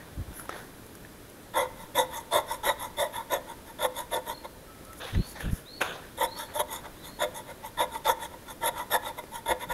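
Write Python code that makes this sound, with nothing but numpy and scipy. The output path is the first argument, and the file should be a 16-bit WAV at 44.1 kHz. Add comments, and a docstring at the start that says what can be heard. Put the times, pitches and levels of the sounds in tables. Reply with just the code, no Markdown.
"""A hushed yard with gritty shuffling, wind on the microphone and small knocks; then a flat steel bar scrapes close by.
It is pushed and drawn back in short strokes over flaking paint on a board. Random snaps of paint and fine grinding
noise ring resonances of board and bar. Birds are wavering whistles with an echo, wind is low noise in short
bursts, knocks and the singing steel are decaying or wavering tones. Hush, rumble and a faint whine lie beneath."""
import sys
import numpy as np
from scipy import signal
from scipy.fft import rfft, irfft, next_fast_len
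from scipy.io import wavfile
from scipy.ndimage import uniform_filter1d

SR = 44100
rng = np.random.default_rng(int(sys.argv[2]) if len(sys.argv) > 2 else 0)


def int16_out(signal):
    """Quantize to a 16-bit WAV file."""
    q = np.round(np.clip(np.atleast_2d(signal).T, -1, 1) * 32767)
    wavfile.write(sys.argv[1], SR, q.astype(np.int16))


N = 429093  # length of the scene in samples

# Hard pushes and lighter draws back: start_s, length_s, rasp_db, peak_share (part of the stroke gone by when
# it is strongest), pressure (0 to 1), hum_drive_db (over the rasp), brightness_db
STROKES = [(1.535, 0.14, -22.5, 0.31, 0.7, -13, -6), (1.749, .13, -41, 0.48, 0, -30, -4),
           (1.946, 0.11, -21, 0.31, 0.9, -11.5, 2), (2.099, 0.14, -35, 0.4, 0.24, -38, 1),
           (2.308, 0.12, -21.5, 0.32, 1, -23, 2), (2.461, .12, -30.5, 0.47, 0.2, -20, -1.5),
           (2.629, 0.11, -21.5, 0.36, .75, -29, 1.5), (2.777, 0.12, -33.5, 0.37, .05, -18.5, -0.5),
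           (2.967, 0.12, -25, 0.3, 0.98, -23.5, 2.5), (3.119, .14, -33, .3, 0, -23, -8),
           (3.294, 0.096, -24, 0.39, 1, -16, 0), (3.453, 0.093, -39, 0.53, 0.4, -24, -2.5),
           (3.642, 0.086, -43.5, 0.57, 0.2, -21, -1), (3.786, 0.089, -22.5, 0.68, 1, -8.5, -1),
           (3.94, 0.11, -31, .38, 0.1, -27, -1.5), (4.106, 0.099, -26.5, 0.31, 0.97, -12.5, 2),
           (4.251, .1, -33, 0.4, 0.36, -19, 1), (4.434, .034, -34, 0.39, 1, -13, -3.5),
           (6.172, 0.099, -23.5, 0.6, 0.85, -16.5, 2.5), (6.351, 0.13, -35, 0.33, 0.25, -19, 4.5),
           (6.536, 0.064, -31.5, 0.34, 0.6, -20, 2.5), (6.585, 0.042, -23, 0.35, 0.73, -15.5, 1),
           (6.68, 0.13, -34, 0.41, 0.23, -22, 4), (6.843, 0.031, -35, 0.53, 0.8, -25, -12),
           (7.026, 0.099, -40.5, 0.32, 0, -24, 0), (7.188, 0.083, -25, 0.39, 1, -10, 0.5),
           (7.331, 0.094, -35, 0.43, .25, -22, 0), (7.455, 0.07, -38.5, 0.79, 0.84, -18, -4),
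           (7.626, 0.083, -39.5, 0.32, 0.1, -24, 0), (7.77, 0.088, -19, 0.45, 0.79, -21, -7),
           (7.903, 0.092, -35.5, .58, .4, -33, -0.5), (8.044, 0.093, -19, 0.5, 0.66, -20, -3),
           (8.19, 0.089, -35, 0.52, 0.5, -23, 3.5), (8.305, 0.057, -43.5, 0.55, 0.96, -16, -3),
           (8.463, 0.075, -37.5, 0.63, 0.06, -17, -0.5), (8.608, 0.097, -23, 0.73, 0.91, -22, 0.5),
           (8.728, .12, -30, 0.55, 0.3, -32, -5), (8.899, 0.08, -19.5, .62, 0.78, -25, 0.5),
           (9.014, 0.11, -31, 0.47, .25, -21, -5), (9.167, 0.044, -33.5, .4, 1, -13, -1),
           (9.313, 0.1, -34.5, 0.44, 0.05, -25, 0), (9.457, 0.084, -23.5, 0.61, 1, -13, 0),
           (9.591, 0.073, -32.5, 0.47, 0.07, -24, -6.5), (9.685, 0.056, -28, 0.42, .7, -14, -3)]
# Share-out of each stroke, rows board, blade, face, edge: lightest_touch_db and full_pressure_db (both over
# the rasp), brightness_share (0 to 1)
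PART_LEVELS = [(-13, 0.5, 0), (-9.5, -9, 0.73), (-13, -18.5, 0.98), (-4.5, -10.5, 0.86)]
# Resonances of the board and of four parts of the bar: pitch_hz, width_hz, level_db
BOARD = [(344, 59, -17.5), (491, 68, -7.5), (536, 64.3, -2), (609.4, 32, 0), (713, 26.5, -9.5)]
SHANK = [(829, 70, -10), (901.4, 55, 0.5), (975, 54.6, -0.5), (1067, 53, -9), (1154, 120, -15),
         (1348, 100, -12), (1436, 115, -11.5), (1633, 660, -18.5), (1740, 164, -12.5), (1962, 78, -10.5),
         (2051, 120, -13.5), (2160, 51, -18)]
BLADE = [(2510, 77, -19.5), (2950, 260, -17.5), (3286, 200, -1), (3520, 167, 5), (3780, 118, 1.5),
         (3930, 320, -16.5)]
FACE = [(5470, 210, -1.5), (6500, 550, 0), (6906, 450, 0.5), (7460, 420, -5)]
EDGE = [(8770, 530, -4.5), (9660, 590, -5.5), (10070, 270, 0.5), (11160, 520, 4), (11580, 620, 0.5),
        (12500, 300, -4.5), (13700, 540, -8), (14600, 700, -13.5)]
BITE_DB, LET_GO_DB = 16, 29.5  # how far under its strongest a stroke starts and ends
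BITE_BEND, LET_GO_BEND = 1.59, 2.39  # higher powers keep the stroke strong for longer
SLOW_STEEL_DB = 4.5  # face and edge start this much weaker still, until the bar is up to speed


def scraping():
    """Friction drives board and bar together; pressing harder wakes the board and dulls the steel."""
    gains = np.zeros((6, N))  # rows: shank, board, blade, face, edge, hum
    for start, length, db, peak, pressure, hum_db, bright_db in STROKES:
        i = np.arange(int(start * SR), min(int((start + length) * SR), N))
        progress = (i / SR - start) / length
        before_peak = np.clip(1 - progress / peak, 0, 1)
        after_peak = np.clip((progress - peak) / (1 - peak), 0, 1)
        rasp_db = db - BITE_DB * before_peak ** BITE_BEND - LET_GO_DB * after_peak ** LET_GO_BEND
        parts_db = [light + (hard - light) * pressure + share * bright_db
                    for light, hard, share in PART_LEVELS]
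        levels_db = rasp_db + np.array([0, *parts_db, hum_db])[:, None]
        levels_db[3:5] -= SLOW_STEEL_DB * before_peak
        gains[:, i] += undb(levels_db)
    gains = uniform_filter1d(gains, size=260)  # the edge bites and lets go within a few ms

    coarse = friction(rate=1800, scatter_db=2.5, grit=0.93, patchy_db=2.0)
    fine = friction(rate=5500, scatter_db=3.0, grit=1.7, patchy_db=2.5)
    mixed = 0.47 * coarse + 0.72 * fine
    forces = coarse, coarse, mixed, fine, fine
    parts = SHANK, BOARD, BLADE, FACE, EDGE
    rasping = sum(ring(gain * force, modes, shift_db=3.5)
                  for gain, force, modes in zip(gains[:5], forces, parts))
    return rasping + board_hum(gains[5]) + bench_shake(gains[0])


HUM_HZ, HUM_T60_S = 509, 0.26  # pitch, and time to die away by 60 dB


def board_hum(push):
    """Slips lock to one board resonance, which builds while pushed and fades as a slightly wavering tone."""
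    keep = np.exp(-np.log(1000) / (HUM_T60_S * SR))
    swing = signal.lfilter([1 - keep], [1, -keep], push * undb(1.4 * walk(60)))
    pitch = HUM_HZ * (1 + 0.00596 * walk(30))
    return 3 * swing * np.sin(2 * np.pi * np.cumsum(pitch) / SR)


# Colour of the low rumble, used for the bench here and for far traffic and light air in yard():
# pitch_hz, level_db (per Hz)
RUMBLE_COLOUR = [(15, -5), (30, -3), (90, -4.5), (200, -7.5), (400, -34)]
SHAKE_DB, SHAKE_S = -26, 0.069  # level over the rasp, and the span over which the shake is smoothed


def bench_shake(rasp_gain):
    """The bench shakes under each stroke as low noise that follows a smoothed copy of the rasp."""
    smooth = uniform_filter1d(rasp_gain, int(SHAKE_S * SR))
    return undb(SHAKE_DB) * smooth * coloured(RUMBLE_COLOUR, size=N)


# Small hard ticks and knocks: start_s, level_db, pitch_hz, treble_crack_db (over the level)
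KNOCKS = [(0.396, -28.5, 1360, -9), (0.455, -33, 931, -11), (0.493, -20, 1290, -18.5),
          (0.864, -55, 1070, 12), (0.952, -40.5, 1580, 0), (1.049, -33, 1750, -24), (1.298, -54, 985, 11),
          (4.85, -41.5, 1250, 1.5), (4.931, -38, 1890, 0.5), (5.149, -29, 1970, -29),
          (5.406, -22, 1740, -18), (5.814, -13.5, 1550, -19), (5.819, -27, 1610, -5),
          (6.862, -36, 920, -22), (9.238, -30, 420, -20), (9.461, -29, 900, -20)]
# Colour of the duller part of each crack: pitch_hz, level_db (per Hz)
KNOCK_COLOUR = [(180, -27), (300, 4), (1630, -6), (3280, -12), (4750, -26), (5520, -15), (8000, -26),
                (10400, -59), (17600, -120)]
# Colour of the crack's treble, shared with rustling(): pitch_hz, level_db (per Hz)
RUSTLE_COLOUR = [(2940, -50), (5000, -7), (5910, -7), (7010, -5), (7460, -10), (8560, -10), (10100, 2.5),
                 (12300, -3), (13600, -8.5), (15600, -12)]


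def knocks():
    """Each knock is a few cycles of a dull ring with a short crack of noise."""
    out, size = np.zeros(N), 1024
    t = np.arange(size) / SR
    shape = (1 - np.exp(-t / 0.00033)) * np.exp(-t / 0.0031)  # quick rise, then a decay of a few ms
    for start, db, hz, crack_db in KNOCKS:
        treble = undb(crack_db) * coloured(RUSTLE_COLOUR, size=size)
        crack = treble + 0.4 * coloured(KNOCK_COLOUR, size=size)
        i = int(start * SR)
        out[i:i + size] += undb(db) * 0.87 * shape * (np.sin(2 * np.pi * hz * t) + crack)
    return out


# Moments when the steel sings: start_s, attack_s, hold_s, release_s, level_db
SINGS = [(.335, 0.043, 0.03, .07, -46), (.53, 0.011, .04, .05, -63)]
# Tones of the singing steel: pitch_hz, level_db
SING_TONES = [(7190, -21), (9810, -11), (10510, 2.5), (12700, -7)]


def singing_steel():
    """The steel sings as fingers slide onto it: a few high tones that waver separately."""
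    return swell(SINGS) * tones(SING_TONES, waver_db=3.5)


# Shuffling nearby: start_s, attack_s, hold_s, release_s, level_db, grit_db (upper resonances, over that level)
SHUFFLES = [(0., .002, .01, 0.37, -48, -13), (.2, .15, 0.14, .03, -50, -11),
            (0.488, 0.018, 0.061, 0.19, -40.5, -12), (4.996, 0.016, 0.039, .08, -37, -5.5),
            (5.064, 0.0069, .015, 0.11, -41.5, -3.5), (5.129, 0.021, .005, 0.021, -36.5, -6.5),
            (5.16, .01, 0.16, .05, -50.5, -5.5), (5.35, .01, 0.019, 0.045, -43, -8),
            (5.391, 0.016, .01, 0.088, -36, -8), (5.428, .02, 0.14, .1, -48.5, -6.5),
            (5.805, 0.012, 0.0034, .014, -18.5, -7.5), (5.823, .008, 0.032, 0.25, -32, -6),
            (6.456, 0.033, 0.043, 0.034, -45, -13), (6.8, 0.049, .01, 0.093, -48, -12)]
# Resonances rung by the shuffling, four dull ones and then the gritty ones: pitch_hz, width_hz, level_db
SHUFFLE_MODES = [(465, 184, 1), (860, 500, -2.5), (1495, 270, 1.5), (1810, 266, -1.5), (2450, 650, -9.5),
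                 (3540, 570, -8), (6520, 450, -20)]


def shuffling():
    """One rubbing force rings dull low resonances and, more or less strongly, gritty upper ones."""
    force = friction(rate=900, scatter_db=2.5, grit=1.16, patchy_db=0.5)
    dull = swell([row[:5] for row in SHUFFLES])
    gritty = swell([(*row[:4], row[4] + row[5]) for row in SHUFFLES])
    low = ring(dull * force, SHUFFLE_MODES[:4], shift_db=3.0)
    high = ring(gritty * force, SHUFFLE_MODES[4:], shift_db=2.5)
    return low + high


# Soft treble rustles: start_s, attack_s, hold_s, release_s, level_db
RUSTLES = [(.31, .03, .06, .15, -53), (.53, 0.036, .02, 0.29, -54.5), (4.96, .03, .005, .02, -47),
           (5., .03, .08, 0.19, -54.5), (5.23, 0.066, .02, .05, -46), (5.37, 0.038, .01, .1, -48.5),
           (5.49, 0.032, .055, .1, -49), (5.803, .011, .008, .012, -39), (5.82, .008, .01, .18, -49)]


def rustling():
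    """Soft bursts of treble noise with an unsteady level."""
    return swell(RUSTLES) * undb(1.6 * walk(160)) * coloured(RUSTLE_COLOUR, size=N)


# Gusts on the microphone: start_s, attack_s, hold_s, release_s, level_db
GUSTS = [(.1, .025, .02, .04, -49), (.16, 0.017, 0.037, .035, -31.5), (.26, 0.026, .025, 0.032, -40),
         (5.125, 0.048, 0.037, 0.019, -21), (5.25, .02, .08, .05, -53), (5.43, 0.028, 0.037, 0.03, -26.5),
         (5.51, 0.013, 0.018, .025, -34), (9.49, .01, 0.027, 0.06, -44), (9.63, .1, .01, .01, -39)]
# Colour of the gusts: pitch_hz, level_db (per Hz)
GUST_COLOUR = [(15, -30), (30, -7), (55, 3.5), (100, -1), (140, -5), (220, -14), (330, -18), (500, -31),
               (1000, -80)]
PUFF_S, PUFF_DB, PUFF_WIDTH_S = 5.533, -11.5, 0.0016  # one sharp pressure pulse


def wind():
    """Eddies push the microphone's membrane to and fro with a nearly even swing."""
    eddies = np.tanh(1.1 * coloured(GUST_COLOUR, size=N))  # rounding evens out the swing
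    soften = signal.butter(2, 300, fs=SR, output="sos")
    gusts = swell(GUSTS) * signal.sosfilt(soften, eddies / eddies.std())
    u = (clock() - PUFF_S) / PUFF_WIDTH_S
    puff = np.exp(-u ** 2) - 0.16 * np.exp(-((u - 3) / 3) ** 2)  # a pulse, then a shallow dip
    return gusts + undb(PUFF_DB) * puff


# A bird's rising whistles: start_s, length_s, pitch_hz (before the climb), climb_hz_per_s, level_db
WHISTLES = [(4.3, .075, 4230, 1000, -53), (5.132, 0.156, 3960, 3930, -50), (5.652, 0.13, 3970, 3700, -49),
            (6.255, .125, 3930, 4370, -48.5), (6.965, .18, 3830, 2700, -55.5)]
# A lower cooing bird: start_s, length_s, pitch_hz (before the climb), climb_hz_per_s, level_db
COOS = [(4.67, 0.035, 1303, 400, -50), (4.855, 0.064, 1280, 900, -49.5)]
SCOOP_HZ, SCOOP_S = 652, .016  # a whistle starts this far below its pitch and closes in this quickly
CALL_ATTACK_S, CALL_RELEASE_S = .012, .025
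BIRD_T60_S, BIRD_ECHO_DB = 0.72, -3  # echo's time to die away by 60 dB, and its level


def birds():
    """Hoarse, nearly pure tones with many far reflections; whistles scoop up, and all calls climb steadily."""
    out = 0
    flutter = 1 + .02 * walk(450)
    hoarse = undb(5.1 * walk(250))
    for calls, scoop_hz in (WHISTLES, SCOOP_HZ), (COOS, 0):
        for start, length, hz, climb, db in calls:
            age = np.clip(clock() - start, 0, length + CALL_RELEASE_S)
            pitch = (hz + climb * age - scoop_hz * np.exp(-age / SCOOP_S)) * flutter
            shape = swell([(start, CALL_ATTACK_S, length - CALL_ATTACK_S, CALL_RELEASE_S, db)])
            out = out + shape * hoarse * np.sin(2 * np.pi * np.cumsum(pitch) / SR)
    reflections = rng.standard_normal(SR // 2) * echo(BIRD_T60_S, size=SR // 2)
    far = signal.fftconvolve(out, reflections)[:N]
    return out + undb(BIRD_ECHO_DB) * far


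# Colour of the hush: pitch_hz, level_db (per Hz)
HUSH_COLOUR = [(12, -28), (20, 2.5), (232, -0.5), (307, 1), (362, -1.5), (582, -4), (748, -9), (1770, -12),
               (2620, -19), (3460, -17), (4450, -21), (7760, -23), (11500, -18.5), (14300, -24),
               (15600, -26)]
# Tones of the faint electric whine: pitch_hz, level_db
WHINE = [(2400, -76), (4000, -77), (4800, -81), (9600, -79), (10400, -78), (11200, -81)]
HUSH_DB, RUMBLE_DB = -48, -60


def yard():
    """A smooth hush, a rumble that comes and goes, and a faint electric whine."""
    hush = undb(HUSH_DB + .5 * walk(1.97)) * coloured(HUSH_COLOUR, size=N)
    rumble = undb(RUMBLE_DB + 4.5 * walk(4.4)) * coloured(RUMBLE_COLOUR, size=N)
    return hush + rumble + tones(WHINE, waver_db=3.5)


WALL_DB, WALL_T60_S, WALL_HZ = -14.5, 0.74, 2770  # level, time to die away by 60 dB, treble limit


def walls(near):
    """The walls around the yard return a dense, fading, duller copy of near sounds."""
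    dull = signal.butter(1, WALL_HZ, fs=SR, output="sos")
    reflections = signal.sosfilt(dull, rng.standard_normal(SR // 2))
    returned = signal.fftconvolve(near, reflections * echo(WALL_T60_S, size=SR // 2))[:N]
    return undb(WALL_DB) * returned


def friction(rate, scatter_db, grit, patchy_db):
    """Flakes or grains snap at random, rate a second, over fine grinding; rough and smooth patches alternate."""
    happens = rng.random(N) < rate / SR
    sizes = undb(scatter_db * rng.exponential(size=N))
    snaps = happens * sizes * rng.choice([-1, 1], N)
    force = snaps / snaps.std() + grit * rng.standard_normal(N)
    force = force * undb(patchy_db * walk(180))
    return force / force.std()


def ring(x, modes, shift_db):
    """Resonances add up; the contact point wanders, so each is driven now harder, now softer."""
    out, power = 0, 0
    for k, (hz, width, db) in enumerate(modes):
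        r = np.exp(-np.pi * width / SR)  # a wider resonance dies sooner
        gain = (-1) ** k * undb(db) * (1 - r * r) / 2  # neighbours have opposite signs
        feedback = [1, -2 * r * np.cos(2 * np.pi * hz / SR), r * r]
        drive = x * undb(shift_db * walk(22))
        out = out + signal.lfilter([gain, 0, -gain], feedback, drive)
        power += undb(db) ** 2 * np.pi * width / SR
    return out / np.sqrt(power)  # white noise of rms 1 leaves with rms near 1


def tones(lines, waver_db):
    """Fixed pitches, each wavering in level on its own."""
    out = 0
    for hz, db in lines:
        wave = np.sqrt(2) * np.sin(2 * np.pi * (hz * clock() + rng.random()))
        out = out + undb(db + waver_db * walk(40)) * wave
    return out


def coloured(colour, size):
    """Noise of rms 1 whose spectrum follows the given pitch_hz, level_db points."""
    hz, db = np.transpose(colour)
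    fast = next_fast_len(size)
    bins = np.arange(fast // 2 + 1) * SR / fast + 1  # 1 Hz up, to avoid the log of zero
    shape = undb(np.interp(np.log(bins), np.log(hz), db))
    x = irfft(rfft(rng.standard_normal(fast)) * shape, fast)[:size]
    return x / x.std()


ONSET_DB, FADE_DB = 16, 25  # a burst starts and dies this far under its level


def swell(bursts):
    """Gain of bursts that rise, hold and die away; silent between them, corners rounded."""
    gain = np.zeros(N)
    for start, attack, hold, release, db in bursts:
        corners = start + np.cumsum([0, attack, hold, release])
        i = np.arange(int(corners[0] * SR), min(int(corners[-1] * SR), N))
        gain[i] += undb(np.interp(i / SR, corners, [db - ONSET_DB, db, db, db - FADE_DB]))
    return uniform_filter1d(gain, size=180)


def echo(t60, size):
    """Strength of dense fading reflections over time, total power 1."""
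    h = np.exp(-np.log(1000) * np.arange(size) / SR / t60)
    return h / np.sqrt(np.sum(h ** 2))


def walk(rate):
    """Random values, rate a second, joined by straight lines."""
    knots = rng.standard_normal(int(N / SR * rate) + 2)
    return np.interp(clock() * rate, np.arange(len(knots)), knots)


def clock():
    """Time of each sample in seconds."""
    return np.arange(N) / SR


def undb(db):
    """Decibels to gain."""
    return 10 ** (np.asarray(db) / 20)


def scene():
    """Scraping and knocks come back softly from the walls; the other sounds are added to them."""
    near = scraping() + knocks()
    nearby = singing_steel() + shuffling() + rustling() + wind()
    mix = near + walls(near) + nearby + birds() + yard()
    return mix[None]


TOP_HZ = 15730


def record(dry):
    """The phone rounds the loudest peaks and cuts the treble above TOP_HZ steeply."""
    steep = signal.ellip(12, .3, 70, TOP_HZ, fs=SR, output="sos")
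    rounded = 0.44 * np.tanh(dry / 0.46)
    return signal.sosfilt(steep, rounded)


dry = scene()
out = record(dry)
int16_out(out)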